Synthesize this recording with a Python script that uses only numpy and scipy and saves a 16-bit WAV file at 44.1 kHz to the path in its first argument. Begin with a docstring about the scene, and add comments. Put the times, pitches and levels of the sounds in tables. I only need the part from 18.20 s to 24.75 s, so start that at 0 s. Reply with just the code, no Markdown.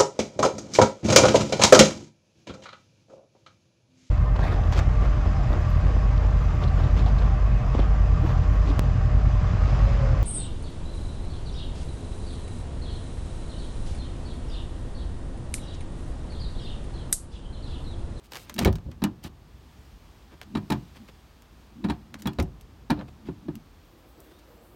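"""Light wind and distant outdoor noise lie under everything; then a car bonnet's release scrapes and clicks.
The catch lets go and the lid jumps with a boom: contacts strike sine modes and bands of decaying noise.
Worked against its safety hook, the lid clunks in pairs, with sliding grains and a murmuring panel between.
It finally rises on softly hissing struts, made of resonant noise, with thin gliding sine whistles."""
import sys
import numpy as np
from scipy import signal
from scipy.io import wavfile

SR = 44100
rng = np.random.default_rng(int(sys.argv[2]) if len(sys.argv) > 2 else 0)


def unload_audio(sound):
    """Save the sound as a 16-bit wav file, at the path given as the first command line argument."""
    columns = np.transpose(np.atleast_2d(sound))
    # keep every value between -1 and 1, then stretch to whole-number steps
    steps = np.round(np.clip(columns, -1, 1) * 32767)
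    wavfile.write(sys.argv[1], SR, steps.astype(np.int16))


N = 289027
TIME = np.arange(N) / SR
BAND_EDGES = 28 * 2 ** np.arange(0, 9.6, .5)   # Hz, half-octave steps


def from_db(db):
    """Decibels to gain."""
    return 10 ** (np.asarray(db) / 20)


def rms_one(x):
    """Scale to unit rms."""
    return x / np.sqrt(np.mean(x ** 2) + 1e-20)


def at_hz(hz, points_hz, values):
    """Read a spectrum on a log-frequency axis."""
    return np.interp(np.log(hz), np.log(points_hz), values)


def drift(rate):
    """Random wander at unit rms: straight lines between `rate` random points a second."""
    knots = rng.standard_normal(int(N / SR * 3000))
    return rms_one(np.interp(TIME * rate, np.arange(len(knots)), knots))


def bands():
    """Half-octave bands: centre, filter, and the gain that brings white noise to unit rms."""
    for low, high in zip(BAND_EDGES, BAND_EDGES[1:]):
        band_filter = signal.butter(2, [low, high], "band", fs=SR, output="sos")
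        yield np.sqrt(low * high), band_filter, np.sqrt(SR / 2 / (high - low))


def clicks(times, sizes):
    """One impulse at each time."""
    out = np.full(N, 1e-18)
    np.add.at(out, np.round(np.asarray(times) * SR).astype(int), sizes)
    return out


def ring(force, hz, t60):
    """A mode as a two-pole resonator: a unit click starts a decaying sine of height 1."""
    radius = np.exp(-np.log(1000) / (t60 * SR))
    turn = 2 * np.pi * hz / SR
    return signal.lfilter([0, np.sin(turn)], [1, -2 * radius * np.cos(turn), radius ** 2], force)


def fade(energy, t60):
    """Energy that is put in dies away exponentially."""
    return signal.lfilter([1], [1, -np.exp(-2 * np.log(1000) / (t60 * SR))], energy)


def soften(x, seconds):
    """One-pole smoothing."""
    r = np.exp(-1 / (seconds * SR))
    return signal.lfilter([1 - r], [1, -r], x)


def strokes(spans, sizes):
    """A rounded swell over each span."""
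    out = np.zeros(N)
    for (start, end), size in zip(spans, sizes):
        first, last = int(start * SR), int(max(end, start + .005) * SR)
        out[first:last] += size * np.hanning(last - first) ** .25   # low power: quick edges, flat middle
    return out


def strengths(levels_db, levels_hz, hz):
    """How hard each event drives this frequency."""
    return from_db([at_hz(hz, levels_hz, row) for row in levels_db])


def crash(events, events_hz, body, rise_s, tail_db, chatter_db, chatter_rate):
    """Each contact wakes a crowd of modes: chattering noise with a fast crash, then a weaker tail."""
    events = np.array(events)
    body_hz, body_db, crash_t60, tail_t60 = np.transpose(body)
    chatter = from_db(chatter_db * drift(chatter_rate))
    grains = rms_one(rng.standard_normal((2, N)) * chatter)
    out = np.zeros(N)
    for k, (hz, band_filter, unit) in enumerate(bands()):
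        if 2 * hz < body_hz[0]:
            continue
        blows = clicks(events[:, 0], strengths(events[:, 1:], events_hz, hz) ** 2)
        first_crash = fade(blows, at_hz(hz, body_hz, crash_t60))
        tail = from_db(tail_db) ** 2 * fade(blows, at_hz(hz, body_hz, tail_t60))
        envelope = np.sqrt(soften(first_crash + tail, rise_s))
        gain = unit * from_db(at_hz(hz, body_hz, body_db))
        out += gain * signal.sosfilt(band_filter, grains[k % 2] * envelope)   # neighbours use separate noise
    return out


# Wind rumble on the microphone, before colour and trim: [t/s, level/dB]
WIND_RUMBLE = [(0, -56.5), (.6, -51), (1, -53.5), (1.6, -53), (2.3, -57.5), (4.9, -53.5), (5.3, -56.5),
               (6.55, -61.5)]
# Far hiss, before colour and trim: [t/s, level/dB]
FAR_HISS = [(1.1, -68), (1.6, -63.5), (2.24, -65.5), (2.57, -62.5), (3.36, -65.5), (4.21, -67.5),
            (4.41, -67.5), (6.14, -65.5), (6.55, -69)]
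# Centres of the four air layers, wind, murmur, hiss treble and hiss top: [f/Hz]
AIR_LAYER_HZ = [70, 700, 3200, 10000]
# Fixed tone colour of the open air: [f/Hz, level/dB per band]
AIR_TONE = [(30, -31), (42, -2.5), (62, 0.5), (110, -6.5), (170, -6.5), (300, -5.5), (500, -11.5),
            (900, -5.5), (1800, -10), (4000, -6), (7000, -3), (10500, -6.5), (15000, -4)]
MURMUR_DB = -60   # steady middle layer, before colour and trim
HISS_TREBLE_DB, HISS_TOP_DB = 3, -4.5   # relative to FAR_HISS


def outdoors(level_db, gust_db, flutter_db):
    """Lumpy wind in the bass under a murmur and a far hiss whose level slowly shifts, all banded noise."""
    white, out = rng.standard_normal((2, N)), np.zeros(N)
    gusts, flutter = from_db(gust_db * drift(23)), from_db(flutter_db * drift(7.9))
    wind = np.interp(TIME, *np.transpose(WIND_RUMBLE))
    hiss = np.interp(TIME, *np.transpose(FAR_HISS))
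    layers_db = [wind, MURMUR_DB, hiss + HISS_TREBLE_DB, hiss + HISS_TOP_DB]
    for k, (hz, band_filter, unit) in enumerate(bands()):
        # each row of the identity matrix gives one layer's share at this frequency
        shares = [at_hz(hz, AIR_LAYER_HZ, row) for row in np.eye(len(AIR_LAYER_HZ))]
        blend_db = sum(share * db for share, db in zip(shares, layers_db))
        level = from_db(blend_db) * (gusts if hz < 250 else flutter)
        gain = unit * from_db(level_db + at_hz(hz, *np.transpose(AIR_TONE)))
        out += gain * signal.sosfilt(band_filter, white[k % 2] * level)
    return out


# Where the levels of snaps and slides are set: [f/Hz]
SMALL_PART_HZ = [900, 3200, 10000]


def tilted(db, brightness, colour_db):
    """A small part's levels at SMALL_PART_HZ, tilted in dB per octave about the middle one."""
    octaves = np.log2(np.array(SMALL_PART_HZ) / SMALL_PART_HZ[1])
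    return db + np.array(colour_db) + brightness * octaves


# Cable, hook and seals sliding, before colour: [from t/s, to t/s, level/dB, brightness/dB per octave]
SLIDES = [(0.031, 0.076, -55.5, 4), (0.105, 0.26, -49, 4), (0.246, 0.344, -54, -1),
          (0.408, 0.441, -32.5, -2.5), (1.028, 1.083, -44, 0), (2.108, 2.152, -59.5, -7.5),
          (2.224, 2.239, -47.5, -1), (2.746, 2.781, -49.5, -2), (2.877, 2.901, -49, -2.5),
          (3.984, 4.014, -51, 2), (4.767, 4.833, -54.5, -10.5), (4.879, 4.894, -51, -4),
          (5.053, 5.096, -52.5, -3), (6.108, 6.125, -55, -3), (6.186, 6.2, -56, 5)]
# An ordinary slide, one value for each SMALL_PART_HZ: [level/dB]
SLIDE_TONE_DB = [-6, 1, -8.5]
# Fixed tone colour of the sliding: [f/Hz, level/dB per band]
SLIDE_BODY = [(100, -10.5), (400, -9), (1200, -11.5), (4000, -10.5), (9000, -6.5), (15000, -10)]


def rubbing(grain_db, grain_rate):
    """Sliding parts catch and slip in tiny grains: roughened noise under each stroke's pressure."""
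    rows = np.array([(start, end, *tilted(db, brightness, SLIDE_TONE_DB))
                     for start, end, db, brightness in SLIDES])
    roughness = from_db(grain_db * drift(grain_rate))
    grains = rms_one(rng.standard_normal((2, N)) * roughness)
    out = np.zeros(N)
    for k, (hz, band_filter, unit) in enumerate(bands()):
        if hz > SLIDE_BODY[0][0]:
            pressure = strokes(rows[:, :2], strengths(rows[:, 2:], SMALL_PART_HZ, hz)) + 1e-12
            gain = unit * from_db(at_hz(hz, *np.transpose(SLIDE_BODY)))
            out += gain * signal.sosfilt(band_filter, grains[k % 2] * pressure)
    return out


# Small latch parts snapping, before colour: [t/s, level/dB, brightness/dB per octave]
LATCH_TICKS = [(.296, -36.5, -.2), (.341, -42.5, 8.5), (.363, -43.5, -0.5), (.390, -23.5, 1.5),
               (0.448, -22.5, 0), (.527, -45, 3.5), (0.555, -39, 1), (0.584, -56, -4), (0.714, -48.5, -2),
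               (.839, -32, 4), (1.039, -43, 3.5), (2.214, -42, -1.5), (2.503, -41, 6.5),
               (2.522, -32.5, 2.5), (3.221, -57.5, 5), (3.941, -37.5, -2), (4.021, -44.5, 5),
               (4.071, -43, 8.5), (4.132, -50.5, 2.5), (4.199, -32.5, -1.5), (4.226, -49, 8.5),
               (4.410, -53, 6.5), (4.703, -38, 5), (4.811, -50, -10), (5.354, -49.5, 4),
               (6.003, -71.5, 19.5)]
# An ordinary snap, one value for each SMALL_PART_HZ: [level/dB]
SNAP_TONE_DB = [0, 2, -4]
# The release cable takes up its slack in a quickening run of snaps
CABLE_START_S, CABLE_GAP_S = .1195, .0145   # first snap; first gap
GAP_SHRINK = .8   # each next gap as a share of the one before
CABLE_DB, CABLE_GROWTH_DB, CABLE_BRIGHTNESS = -39.5, 0.27, -0.72   # first snap; gain per snap; dB per octave


def snaps(cable_count):
    """Single snaps and the cable's run: rows of time and dB at SMALL_PART_HZ."""
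    run = []
    for k in range(cable_count):
        start = CABLE_START_S + CABLE_GAP_S * sum(GAP_SHRINK ** np.arange(k))
        run.append((start, CABLE_DB + k * CABLE_GROWTH_DB, CABLE_BRIGHTNESS))
    return [(s, *tilted(db, brightness, SNAP_TONE_DB)) for s, db, brightness in LATCH_TICKS + run]


# Ring of the small parts: [f/Hz, level/dB per band, t60 of first crash/s, t60 of tail/s]
LATCH_BODY = [(150, -21, 0.0084, .12), (520, -9.5, 0.028, 0.21), (1500, -2, 0.0084, 0.13),
              (3970, -1.5, 0.012, 0.041), (5950, -2.5, 0.028, 0.11), (9100, -3.5, 0.017, 0.068),
              (14330, 3.5, 0.0016, 0.027)]


def latch_snaps():
    """Light latch parts snap: short, sharply rising noise bursts with fine chatter."""
    return crash(snaps(cable_count=6), SMALL_PART_HZ, LATCH_BODY,
                 rise_s=0.0003, tail_db=-15.0, chatter_db=3.0, chatter_rate=1500)


# The sheet flexes as the hand loads it, until it gives: [gives at t/s, level/dB before trim]
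PANEL_LOADS = [(.37, -38.5), (0.421, -26.5), (.71, -41), (.90, -36.5), (2.356, -34.5), (2.837, -45.5),
               (3.646, -31.5), (3.698, -32.5), (3.96, -44.5), (4.072, -34), (4.841, -38.5), (5.09, -39),
               (5.269, -42.5), (5.372, -41.5)]
# Modes of the bonnet, also struck by the clunks: [f/Hz, relative level/dB, t60/s]
BONNET_MODES = [(51.3, -13, 0.57), (75, 14.5, 0.089), (102.9, -4.5, 0.33), (126.6, -2, 0.22),
                (206.1, 1, 0.13), (226.8, 4, 0.065), (298.7, -4.5, 0.17), (337, -4.5, 0.14),
                (377, -8.5, 0.21), (538, -8.5, 0.11), (715.6, -11.5, 0.2), (820, -9, 0.097),
                (907, 1.5, 0.049), (996, -15, 0.15), (1250, -9, 0.08), (1403, -12, 0.088),
                (1726, -6.5, 0.056), (1844, -13.5, 0.097), (2080, -46, 0.22), (2380, -12, 0.09),
                (2564, -8.5, 0.042), (2860, -25, 0.2), (3330, -16.5, 0.072), (4140, -13, 0.11),
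                (3900, 1, 0.031), (4400, -14, 0.077), (5160, -45, 0.023), (5600, -5, 0.031),
                (7050, -8.5, 0.062), (9970, -6.5, 0.049)]
FLEX_SWELL_DB_PER_S, FLEX_RELEASE_DB_PER_S = 239, 598


def flexing(level_db, top_hz):
    """Dull friction at the seals drives the panel modes, swelling under load and dropping as the lid gives."""
    dull = signal.butter(2, [150, top_hz], "band", fs=SR, output="sos")
    friction = signal.sosfilt(dull, rng.standard_normal(N))
    murmur = np.zeros(N)
    for k, (hz, db, t60) in enumerate(BONNET_MODES):
        if 120 < hz < 600:
            murmur += from_db(db) * ring(friction, hz, t60) * (-1) ** k   # alternating polarity
    curves = []
    for s, db in PANEL_LOADS:
        fall_db = np.maximum(FLEX_SWELL_DB_PER_S * (s - TIME), FLEX_RELEASE_DB_PER_S * (TIME - s))
        curves.append(db - fall_db)
    load_db = np.max(curves, axis=0)
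    return rms_one(murmur) * from_db(level_db + load_db)


# Double contacts: the lid strikes latch or hook, then seats and leaves one resonance standing out, levels
# before colour: [t/s, strike level/dB, hardness/dB per octave, weight/dB, seating delay t/s,
# seating level/dB, favoured f/Hz, favoured level/dB]
LID_CLUNKS = [(.381, -26.5, 3.5, 12, 0.0077, -29.5, 700, -23.5),
              (.412, -12.5, -4.5, 3, 0.035, -21, 2226, -24),
              (.454, -12, 0.46, 19.5, .019, -20.5, 393, -19.5), (.657, -38, -10, 25, .028, -37.5, 537, -44),
              (.819, -15.5, -2, -2.5, .020, -10, 2940, -30), (1.043, -33, 1, 7, 0.0059, -35, 161, -27.5),
              (2.351, -14, -0.7, -3, .019, -22.5, 206, -30), (2.501, -13, -0.54, 2, 0.018, -14, 875, -23.5),
              (3.641, -20, -.9, 6, 0.0042, -22, 205, -29), (3.686, -23.5, -0.4, 6, .0125, -16, 935, -29),
              (4.056, -16, -1.06, -4, .016, -16.5, 3360, -30.5),
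              (4.186, -15, -0.4, 14, 0.013, -28, 5400, -46),
              (4.699, -15.5, -1.5, 2.5, 0.0036, -7.5, 930, -24.5),
              (4.775, -33, -2.2, 14, .016, -28.5, 4070, -49),
              (5.085, -21.5, -4, 3.5, 0.00194, -36, 367, -27),
              (5.283, -22, -3.5, -2, 0.0035, -41, 330, -24)]
# Where the levels of a blow are set: [f/Hz]
BLOW_HZ = [70, 250, 500, 900, 3200, 10000]
# An ordinary blow, one value for each BLOW_HZ: [level/dB]
BLOW_TONE_DB = [-16, -1, -12, -10.5, -11.5, -28]
# The lid's weight brings out its boom and its hollow note, one value for each BLOW_HZ: [share]
BLOW_WEIGHT = [1, 0, 1, 0, 0, 0]
PANEL_HZ = 264   # hardness tilts everything above this
SEAT_HARDER_DB, SEAT_LIGHTER_DB = 0.74, 9.5   # seating: added dB per octave; weight taken off in dB


def contacts():
    """Strike and seating of every clunk: rows of time and dB at BLOW_HZ."""
    octaves = np.maximum(np.log2(np.array(BLOW_HZ) / PANEL_HZ), 0)
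    weight_share = np.array(BLOW_WEIGHT)
    seating = SEAT_HARDER_DB * octaves - SEAT_LIGHTER_DB * weight_share
    rows = []
    for s, strike_db, hardness, weight_db, gap, seat_db, *_ in LID_CLUNKS:
        colour = BLOW_TONE_DB + hardness * octaves + weight_db * weight_share
        rows.append((s, *(strike_db + colour)))
        rows.append((s + gap, *(seat_db + colour + seating)))
    return np.array(rows)


def bonnet_ring(level_db, vary_db, contact_cycles):
    """Every blow pushes all the lid's modes the same way; soft contact lets each build over a few cycles."""
    events, out = contacts(), np.zeros(N)
    chance = rng.standard_normal((len(events), len(BONNET_MODES)))
    for k, (hz, mode_db, t60) in enumerate(BONNET_MODES):
        sizes = strengths(events[:, 1:], BLOW_HZ, hz) * from_db(mode_db + vary_db * chance[:, k])
        force = clicks(events[:, 0], sizes)
        # taking away a faster-dying copy softens the onset
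        out += ring(force, hz, t60) - ring(force, hz, min(contact_cycles / hz, t60 / 2))
    return from_db(level_db) * out


# Crowd of weaker lid modes: [f/Hz, level/dB per band, t60 of first crash/s, t60 of tail/s]
LID_BODY = [(45.3, -19.5, 0.046, 0.51), (72.6, -15.5, 0.34, 0.15), (134, -4, 0.056, 0.5),
            (270, -6.5, 0.056, 0.3), (453, -24, 0.093, 0.37), (769, -12, 0.17, 0.22),
            (1410, -13.5, 0.1, 0.16), (2480, -16.5, 0.054, 0.15), (3800, -7, 0.041, 0.21),
            (5900, -15, 0.023, 0.044), (9000, -3, 0.056, 0.041), (12000, -19, 0.016, 0.15),
            (15000, -4, 0.021, 0.17)]


def lid_clatter():
    """The blows also wake the lid's crowd of weaker modes, heard as bands of decaying noise."""
    return crash(contacts(), BLOW_HZ, LID_BODY,
                 rise_s=0.002, tail_db=-13.5, chatter_db=1.5, chatter_rate=650)


def favoured_rings(t60, contact_t60):
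    """The one resonance that stands out of each clunk, swelling briefly and dying away."""
    out, age = np.zeros(N), TIME[:SR // 2]
    shape = np.exp(-np.log(1000) * age / t60) - np.exp(-np.log(1000) * age / contact_t60)
    for s, *_, gap, seat_db, hz, db in LID_CLUNKS:
        start = round((s + gap) * SR)
        out[start:start + len(age)] += from_db(db) * shape * np.sin(2 * np.pi * hz * age)
    return out


# Gas struts extending, before the resonances' own levels: [t/s, level/dB]
STRUT_FLOW = [(0, -120), (5.2, -100), (5.45, -85), (5.75, -69), (5.98, -65), (6.3, -66.5), (6.55, -65)]
# Resonances of the struts: [f/Hz, width f/Hz, relative level/dB]
STRUT_RESONANCES = [(341, 60, 4.5), (482, 45, 0.5), (577, 130, -14), (900, 80, -42), (13800, 8100, -1.5)]


def struts(waver_db):
    """Gas squeezes through the struts as the lid rises: noise through resonances that waver separately."""
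    flow, rush = rng.standard_normal(N), np.zeros(N)
    for hz, width, db in STRUT_RESONANCES:
        resonance = rms_one(signal.lfilter(*signal.iirpeak(hz, hz / width, fs=SR), flow))
        rush += from_db(db + waver_db * drift(20)) * resonance
    return rush * from_db(np.interp(TIME, *np.transpose(STRUT_FLOW)))


# Hinge and strut whistles as the lid rises: [from t/s, to t/s, first f/Hz, last f/Hz, level/dB]
WHISTLES = [(5.375, 5.81, 13600, 13200, -77), (5.844, 6.15, 7860, 7950, -74),
            (6.082, 6.24, 3360, 3960, -68), (6.05, 6.18, 9600, 9550, -73), (6.29, 6.54, 7640, 7700, -72),
            (6.40, 6.53, 9600, 9600, -70)]


def squeaks(wobble_hz):
    """Thin gliding sine whistles that share one trembling of pitch."""
    tremble, out = wobble_hz * drift(300), np.zeros(N)
    for start, end, first_hz, last_hz, db in WHISTLES:
        hz = np.interp(TIME, [start, end], [first_hz, last_hz]) + tremble
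        phase = 2 * np.pi * np.cumsum(hz) / SR
        out += strokes([(start, end)], [from_db(db)]) * np.sin(phase)
    return out


# Reflections inside the engine bay and off the ground, before power scaling: [delay t/s, gain]
NEAR_REFLECTIONS = [(.0019, 0.05), (.0034, 0.026), (.0057, 0.081), (.0091, -0.11), (0.0137, 0.09)]


def reflected(x):
    """Near surfaces smear each sound and comb its spectrum; the sum is scaled to hold its power."""
    echoes = sum(gain * np.interp(TIME - delay, TIME, x, left=0) for delay, gain in NEAR_REFLECTIONS)
    power = 1 + sum(gain ** 2 for delay, gain in NEAR_REFLECTIONS)
    return (x + echoes) / np.sqrt(power)


def scene():
    """The open air, the latch, the lid and its struts, mixed to one channel."""
    air = outdoors(level_db=-0.5, gust_db=1.0, flutter_db=0.35)
    sliding = rubbing(grain_db=-2.5, grain_rate=940)
    latch = latch_snaps()
    flex = flexing(level_db=0.5, top_hz=285)
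    modes = bonnet_ring(level_db=-3.5, vary_db=0.95, contact_cycles=5.3)
    favoured = favoured_rings(t60=0.065, contact_t60=0.0027)
    clatter = lid_clatter()
    lift = struts(waver_db=4.5) + squeaks(wobble_hz=59)
    mix = air + reflected(sliding + latch + clatter) + flex + modes + favoured + lift
    return mix[None]


# Treble dips of the microphone: [f/Hz, width f/Hz, level/dB]
MICROPHONE_DIPS = [(6970, 3900, -3.5), (10440, 1760, -5.5), (14600, 1100, -3)]
CUTOFF_HZ = 16900   # stopband edge, 70 dB down


def record(dry):
    """The microphone drops the deepest bass and dips in the treble; the top is cut."""
    out = signal.sosfilt(signal.butter(4, 34, "high", fs=SR, output="sos"), dry)
    for hz, width, db in MICROPHONE_DIPS:
        out = out + (from_db(db) - 1) * signal.lfilter(*signal.iirpeak(hz, hz / width, fs=SR), out)
    return signal.sosfilt(signal.cheby2(14, 70, CUTOFF_HZ, fs=SR, output="sos"), out)


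dry = scene()
out = record(dry)
unload_audio(out)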